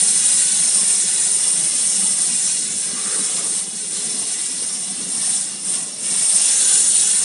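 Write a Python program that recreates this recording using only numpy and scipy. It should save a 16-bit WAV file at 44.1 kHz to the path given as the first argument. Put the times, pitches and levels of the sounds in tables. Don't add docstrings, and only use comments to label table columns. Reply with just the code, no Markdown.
import sys
import numpy as np
from scipy import signal
from scipy.fft import rfft, irfft, next_fast_len
from scipy.io import wavfile
from scipy.ndimage import uniform_filter1d

SR = 44100
rng = np.random.default_rng(int(sys.argv[2]) if len(sys.argv) > 2 else 0)


def wrap_up_sound(samples):
    columns = np.atleast_2d(samples).T
    tamed = np.clip(columns, -1, 1)
    steps = np.round(tamed * 32767).astype(np.int16)
    wavfile.write(sys.argv[1], SR, steps)


N = 319271
SIZE = next_fast_len(N)
HZ = np.arange(SIZE // 2 + 1) * SR / SIZE + 1


def undb(db):
    return 10 ** (np.asarray(db) / 20)


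def curve(rows):
    seconds, *columns = np.transpose(rows)
    return [np.interp(np.arange(N) / SR, seconds, column) for column in columns]


def walk(rate):
    hold = int(SR / rate)
    steps = np.repeat(rng.standard_normal(N // hold + 1), hold)
    smooth = uniform_filter1d(uniform_filter1d(steps, hold), hold)[:N]
    return smooth / smooth.std()


def colour(x, gain_db):
    return irfft(rfft(x, SIZE) * undb(gain_db), SIZE)[:N]


def spectrum(points):
    hz, db = np.transpose(points)
    return np.interp(np.log(HZ), np.log([1, *hz, SR]), [db[0] - 43, *db, db[-1] - 60])


def unit(x):
    return x / x.std()


def restless(centres_hz, shared_db, own_db, quick_db, rate):
    noise = rfft(rng.standard_normal(SIZE))
    place = np.interp(np.log(HZ), np.log(centres_hz), np.arange(len(centres_hz)))
    shared = shared_db * walk(rate)
    bands = []
    for k in range(len(centres_hz)):
        weight = np.clip(1 - abs(place - k), 0, 1)
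        flicker_db = shared + own_db * walk(rate / 2) + quick_db * walk(4 * rate)
        bands.append(irfft(noise * weight, SIZE)[:N] * undb(flicker_db))
    return np.array(bands)


def shop():
    # frequency in Hz, relative density in dB per Hz.
    rumble_spectrum = [(25, -50), (60, -30), (100, -16), (150, -3), (190, 5), (260, -3), (450, -8),
                       (750, -18.5), (1300, -20), (3000, -52)]
    # middle in seconds, half length in seconds, change in dB,
    # centre frequency in Hz, half width in octaves.
    swells = [(0.2, 0.27, -5, 420, 0.62), (2.71, 0.05, 3.5, 190, 0.5), (2.76, 0.034, 5, 350, 0.55),
              (2.84, 0.04, -4, 200, 0.6), (2.94, 0.025, 10, 230, 0.6), (3.04, 0.02, -9, 200, 0.6),
              (3.076, 0.015, 10, 200, 0.4), (3.13, 0.03, -6, 200, 0.5), (3.21, 0.025, 7, 240, 0.5),
              (3.41, 0.02, 5, 210, 0.4), (4.0, 0.48, 5.5, 443, 0.24), (4.433, 0.036, -5, 200, 0.53),
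              (5.1, 0.24, 2.5, 240, 0.6), (6.447, 0.15, -6.5, 190, 1), (6.9, 0.68, -3, 200, 0.83)]
    steady_level_db = -41.5
    centres_hz = np.array([90, 150, 200, 260, 330, 420, 530, 670, 850, 1100])
    bands = restless(centres_hz, shared_db=0.85, own_db=0.9, quick_db=3.0, rate=14.)
    t = np.arange(N) / SR
    swell_db = 0
    for middle, half_s, db, hz, octaves in swells:
        distance = np.log2(centres_hz[:, None] / hz) / octaves
        swell_db = swell_db + db * np.exp(-((t - middle) / half_s) ** 2 - distance ** 2)
    steady = colour(bands.sum(axis=0), spectrum(rumble_spectrum))
    swelling = colour((bands * undb(swell_db)).sum(axis=0), spectrum(rumble_spectrum))
    return swelling / steady.std() * undb(steady_level_db)


def whoosh():
    # frequency in Hz, relative density in dB per Hz.
    rush_spectrum = [(90, -40), (170, -8), (260, -4), (430, 2.5), (520, -1), (600, 3.5), (700, -11),
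                     (850, -7), (1030, -10), (1120, 1), (1210, 0), (1350, -6), (1900, -5), (2500, -6),
                     (3500, -28)]
    # time in seconds, level in dB.
    bursts = [(0, -90), (2.8, -72), (2.87, -46), (2.93, -38.5), (3.0, -38), (3.02, -43), (3.06, -39),
              (3.14, -39), (3.2, -41.5), (3.27, -49), (3.37, -42), (3.46, -41), (3.52, -65), (3.6, -90),
              (7.24, -90)]
    centres_hz = np.array([200, 300, 430, 600, 850, 1150, 1600, 2200])
    bands = restless(centres_hz, shared_db=1.1, own_db=2.5, quick_db=3.5, rate=8.)
    level_db, = curve(bursts)
    return unit(colour(bands.sum(axis=0), spectrum(rush_spectrum))) * undb(level_db)


def turbulence(tilt_db):
    centres_hz = np.array([700, 1200, 2000, 3000, 4200, 5500, 6800, 8000, 9000, 10000, 11000])
    eddies = restless(centres_hz, shared_db=0.39, own_db=0.28, quick_db=1.36, rate=17.)
    low_share = np.clip((7500 - centres_hz) / 3000, 0, 1)[:, None]
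    return (eddies * undb(low_share * tilt_db)).sum(axis=0)


def wheel(jet):
    # frequency in Hz, relative density in dB per Hz.
    jet_spectrum = [(120, -33), (650, -19.5), (1000, -21.5), (1300, -19), (1700, -20), (2500, -21.5),
                    (4000, -18.5), (5000, -13.5), (6500, -2.5), (8000, -7.5), (9000, 0.5), (9600, -3),
                    (10300, -7), (11250, -26.5)]
    # centre in Hz, width in Hz,
    # gain in dB with a firm grip, with a slack grip and with a shifted grip.
    wheel_bands = [(638, 52, -10, 1.5, -10), (750, 36, 4, 8, 1), (1070, 210, -2.5, 3, -6),
                   (1347, 120, -8, -4, -7), (1540, 120, 4, -4.5, 3.5), (1995, 160, 7.5, 4, 2),
                   (2283, 84, 8.5, 9, -4), (2366, 112, -6, -8.5, 3.5), (2497, 63, 10, 8, -2),
                   (2670, 80, 2.5, 0.5, 5), (2828, 90, 7.5, 9, 7), (2918, 114, 5, 5, 3),
                   (2970, 53, -2, -2, 0), (3497, 510, 7, 6, 7), (3566, 120, 2.5, 2.5, 2.5),
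                   (3660, 90, -3.5, -3, 0), (3960, 164, 10, 5.5, 9.5), (4343, 230, 7, 3, 5.5),
                   (4510, 81, 2.5, 2, 5), (4640, 92, 1.5, -5, 0), (4750, 272, -3.5, 0, -2.5),
                   (4970, 90, 0.5, 6, -6), (5130, 120, 5, 0.5, 0.5), (5400, 264, 8, 7.5, 5),
                   (5557, 150, -10, 0, -6), (5620, 70, 4, 2.5, 6), (5820, 350, 0, -5.5, -2.5),
                   (6610, 260, 1, -9.5, -9), (6754, 380, -10, -6, -2), (7010, 180, 3.5, -0.5, 2.5),
                   (7500, 120, 2, -5, -4), (7720, 180, 6, 6.5, -1), (7800, 250, -0.5, -5.5, 6),
                   (8120, 150, 5, 5, 4), (8546, 430, 3.5, 5.5, -2), (8770, 144, 2, 3.5, 1.5),
                   (9440, 260, 5.5, 4, 4.5), (9500, 117, 3.5, 3.5, 1.5)]
    # time in seconds, grip (0 firm, 1 slack, 2 shifted; no unit).
    grip_course = [(0, 0), (1.2, 0.23), (2.5, 0.53), (3.5, 0.26), (4.2, 0.7), (4.7, 0.97), (5.4, 1),
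                   (6.0, 0.7), (6.2, 1.2), (6.9, 2.5), (7.24, 1.9)]
    waver, waver_hz = 0.34, 4.5
    sway_share, sway_hz = .008, 6.
    grip = np.clip(curve(grip_course)[0] + waver * walk(waver_hz), 0, 2)
    sway = np.tanh(walk(sway_hz))
    out = 0
    for k in range(3):
        for side in (-1, 1):
            ripple_db = 0
            for centre_hz, width_hz, *grip_db in wheel_bands:
                detuning = 2 * (HZ - centre_hz * (1 + side * sway_share)) / width_hz
                ripple_db = ripple_db + grip_db[k] / (1 + detuning ** 2)
            share = np.clip(1 - abs(grip - k), 0, 1) * (1 + side * sway) / 2
            out = out + share * unit(colour(jet, spectrum(jet_spectrum) + ripple_db))
    return out


def valve():
    # time in seconds, level in dB,
    # lift of the lower hiss in dB (half of it at 6 kHz).
    flow = [(0.0, -15, -2), (0.52, -15.5, -0.5), (1.3, -17, -1), (2.45, -17, -1.1), (2.68, -22, 1.2),
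            (2.76, -22, -0.5), (2.84, -19.5, -0.5), (2.94, -23.5, 3), (3.21, -18, -1.3), (3.38, -21, 1.3),
            (3.49, -20, -0.8), (3.57, -20.5, -0.1), (3.67, -27, 2.3), (3.8, -24.5, 0.5), (3.9, -25.5, 1.5),
            (3.96, -22, 2), (4.05, -22.5, 1.5), (4.3, -23.5, 3), (4.55, -23, 0.7), (4.8, -23, 1.3),
            (4.94, -26, 4), (5.1, -23.5, 1), (5.26, -19, 0), (5.4, -20, -1.3), (5.5, -26.5, 2.5),
            (5.58, -30, 4), (5.63, -26, 0.5), (5.67, -22, 0), (5.71, -20, -0.3), (5.75, -18.5, 0.5),
            (5.79, -22, 1), (5.87, -26, 1.5), (5.89, -28.5, 4), (5.93, -27.5, 2.5), (5.98, -29.5, 1),
            (6.01, -25, 0), (6.05, -20.5, 0.4), (6.13, -19, 0.5), (6.25, -15, -1), (6.6, -14.5, -1),
            (6.8, -14.5, -1), (6.9, -15, -1.9), (7.18, -15.5, -1.8), (7.24, -16, 0.5)]
    level_db, tilt_db = curve(flow)
    return wheel(turbulence(tilt_db)) * undb(level_db)


def echoes(x):
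    echo_db, t60_s = -5.5, 0.043
    hold = int(.08 * SR)
    t = np.arange(SR // 10) / SR
    fade = np.sin(np.pi * np.arange(2 * hold) / (2 * hold))
    padded = np.pad(x, (hold, 2 * hold))
    out = np.zeros(len(padded) + len(t))
    for start in range(0, N + hold, hold):
        response = rng.standard_normal(len(t)) * undb(-60 * t / t60_s) * (t > .002)
        response /= np.linalg.norm(response)
        piece = signal.fftconvolve(padded[start:start + 2 * hold] * fade, response)
        out[start:start + len(piece)] += piece
    return (x + undb(echo_db) * out[hold:hold + N]) / np.hypot(1, undb(echo_db))


def scene():
    return np.tile(shop() + whoosh() + echoes(valve()), (2, 1))


def record(dry):
    low_hz, top_hz = 95, 11340
    thin = signal.sosfilt(signal.butter(2, low_hz, "high", fs=SR, output="sos"), dry)
    return signal.sosfilt(signal.ellip(16, .2, 60, top_hz, fs=SR, output="sos"), thin)


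dry = scene()
out = record(dry)
wrap_up_sound(out)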